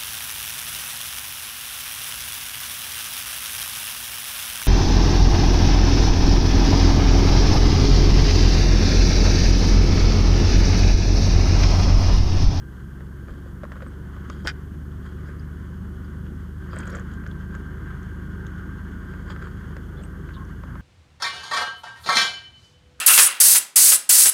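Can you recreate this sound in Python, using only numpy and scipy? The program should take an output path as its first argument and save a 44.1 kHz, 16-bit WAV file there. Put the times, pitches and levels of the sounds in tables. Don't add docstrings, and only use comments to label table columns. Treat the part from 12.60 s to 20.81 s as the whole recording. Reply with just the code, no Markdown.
import sys
import numpy as np
from scipy import signal
from scipy.io import wavfile

SR = 44100
rng = np.random.default_rng(int(sys.argv[2]) if len(sys.argv) > 2 else 0)


def materialize(psi):
    bounded = np.clip(np.atleast_2d(psi).T, -1, 1)
    quanta = np.round(bounded * 32767).astype(np.int16)
    wavfile.write(sys.argv[1], SR, quanta)


def rack_gain(trim_db):
    fader = np.asarray(trim_db, float)
    return 10 ** (fader / 20)


N = 362061

# (f/Hz, width/Hz, level/dB)
LOW_CAVITY = [(1080, 336, 7.5), (1377, 375, 12.5), (1539, 252, 14), (1946, 680, -5.5)]


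def rms_one(x):
    return x / np.sqrt(np.mean(x ** 2) + 1e-20)


def in_time(rows):
    s, *columns = np.transpose(rows)
    return [np.interp(np.arange(N) / SR, s, c) for c in columns]


def drift(rate):
    r = np.exp(-80 * np.pi * rate / SR)
    steps = rng.standard_normal(N // 40 + 2002)
    slow = signal.lfilter([1], [1, -2 * r, r * r], steps)[2000:]
    return np.interp(np.arange(N) / 40, np.arange(len(slow)), rms_one(slow))


def resonate(x, hz, width_hz):
    r = np.exp(-np.pi * width_hz / SR)
    zeros = np.array([1, 0, -1]) * (1 - r * r) / 2
    poles = [1, -2 * r * np.cos(2 * np.pi * hz / SR), r * r]
    return signal.lfilter(zeros, poles, x)


def cavity(x, modes):
    return sum((-1) ** k * rack_gain(db) * resonate(x + 1e-18, hz, width)
               for k, (hz, width, db) in enumerate(modes))


def band_pass(x, order, low_hz, high_hz):
    return signal.sosfilt(signal.butter(order, [low_hz, high_hz], "band", fs=SR, output="sos"), x)


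def tone(hz, db, wobble_db, wander):
    phase = 2 * np.pi * np.cumsum(hz * np.ones(N)) / SR + wander * drift(2.34) + rng.uniform(0, 2 * np.pi)
    return np.sqrt(2) * rack_gain(db + wobble_db * drift(4.3)) * np.sin(phase)


def add(out, s, piece):
    at = round(s * SR)
    out[at:at + len(piece)] += piece[:N - at]


def grains(count, per_s, spread_db):
    hits = rng.random(count) < per_s / SR
    sizes = rack_gain(spread_db * np.minimum(rng.exponential(1, count), 3.5))
    return hits * sizes * rng.choice([-1, 1], count)


def under(s, db, sound):
    t = s[0] + np.arange(round((s[-1] - s[0]) * SR)) / SR
    return rack_gain(np.interp(t, s, db)) * rms_one(sound[:len(t)]) * signal.windows.tukey(len(t), .04)


def follow(mean_db, share):
    # (t/s, level/dB)
    facing = [(0.0, -54), (0.98, -54.5), (1.26, -50.5), (1.76, -50.5), (2.08, -54.5), (3.66, -50.5),
              (3.95, -54), (4.11, -48), (4.28, -44.5), (4.69, -49), (5.97, -47), (6.38, -48), (6.79, -47.5),
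              (7.11, -49.5), (7.43, -50), (8.21, -49)]
    facing_db, = in_time(facing)
    return mean_db + share * (facing_db - facing_db.mean())


def engines():
    # (t/s, shaft turns/s, firing order level/dB)
    throttle = [
        (0, 22.6, -40),
        (.55, 22.8, -39),
        (1, 23, -39),
        (1.5, 24, -37.5),
        (2.2, 24.6, -36),
        (3.4, 24.9, -36),
        (4.6, 25.35, -37),
        (5.7, 25.65, -37),
        (8.21, 25.65, -39.5),
    ]
    # (multiple of shaft rate, level under firing/dB)
    upper_orders = [(4, -11), (5, -12), (6, -8), (7, -20), (8, -20), (9, -21), (10, -19), (12, -21),
                    (15, -23)]
    # (multiple of the hum, level under the hum/dB)
    hum_partners = [(.51, -5), (1.165, -11), (1.93, -17), (2, -19)]
    # (t/s, whine level/dB)
    gearbox = [(0, -60.5), (.85, -67), (1.2, -83), (3.5, -80), (4.0, -58.5), (4.25, -56), (5.1, -51.5),
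               (6, -51.5), (6.4, -59), (6.8, -50), (7.1, -71), (7.6, -57), (8.21, -61)]
    hum_hz, whine_hz, low_whine_hz = 185.1, 1572.5, 1457

    shaft, firing_db = in_time(throttle)
    slack = shaft - 25.5
    bloom_db = 3.5 * np.exp(-(slack / 0.58) ** 2)
    out = tone(2 * shaft, -43 + 1.2 * slack + bloom_db, wobble_db=.5, wander=.06)
    out += tone(3 * shaft, firing_db, wobble_db=.4, wander=.05)
    for k, db in upper_orders:
        out += tone(k * shaft, firing_db + db, wobble_db=1.0, wander=0.037 * k)

    hum_db = follow(mean_db=-45, share=0.69) + 1.06 * (firing_db - firing_db.mean())
    out += tone(hum_hz, hum_db, wobble_db=1.03, wander=0.26)
    for k, db in hum_partners:
        out += tone(k * hum_hz, hum_db + db, wobble_db=3.5, wander=0.19)

    whine_db = in_time(gearbox)[0] + 2.8 * drift(14.0)
    out += tone(whine_hz, whine_db, wobble_db=2.0, wander=1.22)
    return out + tone(low_whine_hz, follow(mean_db=-66.5, share=3.1), wobble_db=4.0, wander=0.9)


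def rumble(db, patchy_db):
    # (f/Hz, level per Hz/dB)
    spectrum = [(20, -13), (40, -13), (70, -12), (92, -6), (130, -3), (180, -6), (280, -12), (370, -13),
                (480, -24), (650, -33), (850, -30)]
    hz, level_db = np.transpose(spectrum)
    edges = 20 * 2 ** (np.arange(18) / 3)
    white = rng.standard_normal((2, N))
    out = 0
    for k, (low, high) in enumerate(zip(edges, edges[1:])):
        band = band_pass(white[k % 2], 2, low, high)
        middle_db = np.interp(np.log(low * high) / 2, np.log(hz), level_db)
        out = out + rack_gain(middle_db + patchy_db * drift(9.5)) * band
    return rack_gain(db) * rms_one(out)


def roar(roar_db, spray_db):
    # (f/Hz, width/Hz, level/dB)
    high_cavity = [(2390, 590, -8), (2977, 320, 9.5), (3380, 310, 6.5), (4400, 660, -4.5),
                   (5500, 390, -6.5), (6490, 400, -2), (8200, 900, -38)]
    gusts = 1.1 * drift(12)
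    clatter = rms_one(cavity(rng.standard_normal(N), LOW_CAVITY))
    clatter = rack_gain(roar_db + gusts + 1.3 * drift(30)) * clatter
    spray = rms_one(cavity(rng.standard_normal(N), high_cavity))
    spray = rack_gain(spray_db + gusts + 1.1 * drift(30)) * spray
    bright = signal.sosfilt(signal.butter(2, 2600, "high", fs=SR, output="sos"), spray)
    return 0.96 * band_pass(clatter, 2, 850, 2300) + bright


def blow(peak_db, hz, width_hz, t60):
    t = np.arange(3000) / SR
    push = grains(count=3000, per_s=4900, spread_db=5.0) * rack_gain(-60 * t / max(t60, .004))
    push[:3] = -5
    once = resonate(push, hz, width_hz)
    ring = resonate(once, hz, 1.17 * width_hz) + 0.07 * once
    return rack_gain(peak_db) * ring / np.abs(ring).max()


def crack(peak_db, top_hz):
    t = np.arange(1500) / SR
    dying = rng.standard_normal(len(t)) * rack_gain(-60 * t / .017)
    burst = band_pass(dying, 3, 1500, top_hz)
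    return rack_gain(peak_db) * burst / np.abs(burst).max()


def handling():
    # (t/s, peak level/dB, ring f/Hz, thud level/dB)
    knocks = [(0.4066, -39, 1550, -43), (0.6838, -36, 1400, -39.5), (0.8596, -56, 1080, -41),
              (1.034, -31.5, 1310, -30), (1.052, -32, 1190, -50), (1.1188, -28.5, 1470, -39),
              (1.157, -37, 1200, -45), (1.2063, -33, 1250, -47), (1.222, -31, 1330, -34.5),
              (1.2646, -34, 1220, -45), (1.565, -36, 1110, -45), (1.6999, -28, 1370, -41),
              (1.8517, -30, 960, -43), (1.8626, -24.5, 1570, -33), (4.132, -28, 1230, -40),
              (4.1667, -27.5, 1560, -34.5), (4.203, -34, 1420, -47), (4.275, -36, 1540, -42),
              (4.349, -25.5, 1390, -49), (4.387, -30, 1470, -57), (4.6393, -36.5, 1420, -48),
              (4.6644, -30.5, 1530, -45), (4.9511, -30.5, 1430, -44), (6.538, -32.5, 1520, -49),
              (6.7015, -29, 1130, -44), (6.7625, -29.5, 1420, -52), (7.166, -30, 1490, -39.5),
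              (7.69, -33.5, 1440, -44), (8.0362, -30.5, 1140, -39), (8.155, -31.5, 1140, -43)]
    # (t/s, peak level/dB, ring f/Hz)
    ticks = [(2.7965, -49, 4870), (3.667, -48, 3020), (4.2323, -40, 2490), (4.3174, -50, 4800),
             (4.5377, -46, 6810), (4.6748, -46, 6340), (4.714, -42, 3380), (4.952, -43.5, 6940),
             (5.43, -49, 6350), (5.8668, -42, 3380), (5.8673, -43.5, 6560), (6.705, -39, 3200),
             (6.8584, -56, 3100), (7.0788, -56, 6400), (7.437, -44, 2740), (7.437, -47, 6800),
             (7.707, -37, 1560), (8.178, -45, 1890), (1.765, -53, 5000), (7.851, -49, 6000),
             (4.1614, -41, 8200), (4.1874, -30.5, 8000), (4.2044, -41, 6540), (4.2564, -46, 8340),
                  (4.2763, -36.5, 6840), (4.2991, -45, 6700), (4.3266, -49, 5590), (4.353, -34, 7160),
                  (4.3584, -36.5, 6650), (4.3684, -48, 6770), (4.3744, -49, 6690), (4.397, -41, 6900)]
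    # (t/s, peak level/dB, top f/Hz)
    cracks = [(1.036, -50, 6000), (1.121, -45, 6000), (1.6993, -35, 6760), (1.865, -39, 13000),
              (1.873, -32.5, 12800), (4.187, -42, 12000), (4.205, -44, 11000), (4.27, -44, 10000),
              (4.299, -43, 13500), (4.304, -41, 13000), (4.665, -45, 6000), (7.167, -43, 7000)]
    # (t/s, peak level/dB, f/Hz)
    thumps = [(0.699, -26.5, 56), (1.843, -30, 44.3), (1.846, -24, 262), (1.853, -32, 298),
              (1.902, -41, 225), (5.744, -34, 304), (6.65, -42, 40), (1.696, -28, 320), (7.39, -34, 302),
              (7.42, -43, 40)]

    out = np.zeros(N)
    for s, db, hz, thud_db in knocks:
        t60 = 0.047 * rack_gain(0.12 * (thud_db + 46))
        add(out, s, blow(db, hz, 480, t60) + blow(thud_db, 550, 156, t60))
    knock_ticks = [(s, db - 31, 2880) for s, db, *_ in knocks]
    for s, db, hz in ticks + knock_ticks:
        add(out, s, blow(db, hz, 0.2 * hz, t60=0.027))
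    for s, db, top_hz in cracks:
        add(out, s, crack(db, top_hz))
    for s, db, hz in thumps:
        t = np.arange(round(1.8 * SR / hz)) / SR
        add(out, s, rack_gain(db) * np.hanning(len(t)) * np.sin(2 * np.pi * hz * t))
    return out


def rubbing():
    # (peak t/s, length/s, cavity level/dB, rustle over it/dB, body over it/dB)
    strokes = [(0.712, 0.18, -49.5, -13.5, 1.5), (0.883, .1, -57, -11, -12), (1.166, 0.13, -49.5, -18, -2),
               (1.225, 0.023, -42.5, -13.5, -6), (1.272, 0.14, -60, -15, 1), (1.723, 0.088, -56.5, 0, -3),
               (1.798, 0.17, -55, -8, -7), (1.857, 0.038, -48, -1, 12), (2.466, 0.13, -50.5, -10, -13),
               (2.694, 0.4, -48.5, -20, -5.5), (4.139, 0.11, -49, -8, 4), (4.205, 0.15, -39, -15.5, -8),
               (4.3, 0.11, -44.5, -11.5, 0), (4.363, .1, -39.5, -17, 2.5), (4.534, 0.095, -54, -6, -25),
               (5.302, .5, -47, -26, -24), (4.949, 0.13, -47, -19, -9), (1.043, .025, -42, -25, 2),
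               (6.514, 0.49, -51.5, -14.5, -9), (6.708, 0.091, -44, -11, -10), (6.852, 0.4, -46, -16, -5),
               (7.1, 0.081, -60, -3, 12.5), (7.4, 0.25, -58, -22, 10.5)]
    # (f/Hz, width/Hz, level/dB)
    rustle_modes = [(3200, 94, 12.5), (4800, 400, -0.5), (6800, 140, 1.5), (8200, 1100, -12)]
    edge_db = -36.5

    out = np.zeros(N)
    slips = grains(count=N, per_s=1600, spread_db=4.0) * rack_gain(3.0 * drift(40))
    hollow = cavity(slips, LOW_CAVITY)
    rustle = cavity(slips, rustle_modes)
    body = resonate(resonate(slips, 458, 164), 370, 500)
    for peak, length, db, rustle_db, body_db in strokes:
        s = peak + length * np.array([-1, 0, 1])
        shape_db = db + edge_db * np.array([1, 0, 1])
        for layer, over_db in ((hollow, 0), (rustle, rustle_db), (body, body_db)):
            add(out, s[0], under(s, shape_db + over_db, layer[round(s[0] * SR):]))
    return out


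def strap():
    # (t/s, length/s, f/Hz, width/Hz, level/dB)
    squeaks = [(1.267, 0.021, 8200, 150, -62), (1.843, .014, 5600, 700, -56),
               (2.656, 0.036, 4930, 900, -70), (2.67, 0.024, 7000, 1500, -70), (4.095, .06, 4800, 500, -64),
               (2.79, .02, 4850, 200, -65), (3.44, 0.027, 4800, 201.3, -69), (4.32, .012, 5500, 300, -60),
               (6.69, .025, 4770, 600, -57), (7.365, 0.047, 3450, 200, -61.5), (7.377, .03, 4100, 250, -69),
               (7.418, .014, 7500, 150, -66), (7.429, 0.029, 8200, 200, -58),
               (7.733, 0.042, 3480, 700, -56.5), (7.733, 0.023, 4140, 700, -62)]
    # (t/s, peak level/dB)
    kicks = [
        (7.765, -38),
        (7.809, -43),
        (7.824, -44),
    ]
    creak_hz, creak_t60_s, grip_s = 1074, 0.21, 7.838

    out, t = np.zeros(N), np.arange(N) / SR
    for s, length, hz, width, db in squeaks:
        narrow = resonate(resonate(rng.standard_normal(4000), hz, width), hz, width)
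        stick = narrow[1000:1000 + round(length * SR)]
        add(out, s, rack_gain(db) * rms_one(stick) * signal.windows.tukey(len(stick), .3))

    swell = sum(rack_gain(db - 60 * np.abs(t - s) / creak_t60_s) * np.clip((t - s) / 0.0014, 0, 1)
                for s, db in kicks)
    grip = np.clip((grip_s - t) / 0.0068, 0, 1)
    rough = rack_gain(2.1 * drift(90))
    return out + swell * grip * rough * np.sin(2 * np.pi * creak_hz * t + 0.66 * drift(90))


def buckle():
    # (f/Hz, width/Hz, level/dB)
    modes = [(805, 180, -5), (1160, 120, -4.5), (1490, 80, 13), (1760, 270, 5.5), (2100, 150, 3),
             (2420, 110, -2), (3100, 260, -1), (3700, 200, -1.5), (4850, 210, 4), (5670, 230, -3.5),
             (6400, 320, -10), (8200, 270, -12), (10000, 870, -32)]
    # (t/s, peak level/dB)
    snap = (1.8726, -12)
    treble_loss_db = 66

    out, t = np.zeros(N), np.arange(8000) / SR
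    s = np.cumsum([1.875, 0.016, 0.016, 0.037])
    db = np.cumsum([-29, 0, -8.5, -25])
    shakes = grains(count=8000, per_s=2200, spread_db=3.5)
    rattle = 0
    for k, mode in enumerate(modes):
        fading = shakes * rack_gain(-treble_loss_db * mode[0] / 1000 * t)
        rattle = rattle + (-1) ** k * cavity(fading, [mode])
    add(out, s[0], under(s, db, rattle))

    push = np.r_[np.hanning(7), np.zeros(3000)]
    hit = cavity(push, [(hz, 1.8 * width, level) for hz, width, level in modes])
    add(out, snap[0], rack_gain(snap[1]) * hit / np.abs(hit).max())
    return out


def scene():
    far = engines() + rumble(follow(mean_db=-41, share=0.32), patchy_db=2.0)
    far += roar(follow(mean_db=-51, share=0.87), follow(mean_db=-65, share=.6))
    hand = handling() + rubbing() + strap() + buckle()
    return (far + hand)[None]


def band_limit(x):
    return signal.sosfilt(signal.butter(12, 16270, fs=SR, output="sos"), x)


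def record(dry):
    dulled = signal.sosfilt(signal.butter(2, 13500, fs=SR, output="sos"), dry)
    self_noise_db = -71.5
    hiss = rack_gain(self_noise_db + 6.5) * rng.standard_normal(dry.shape)
    cut = signal.sosfilt(signal.cheby2(14, 60, 15950, fs=SR, output="sos"), dulled + hiss)
    return band_limit(cut)


dry = scene()
out = record(dry)
materialize(out)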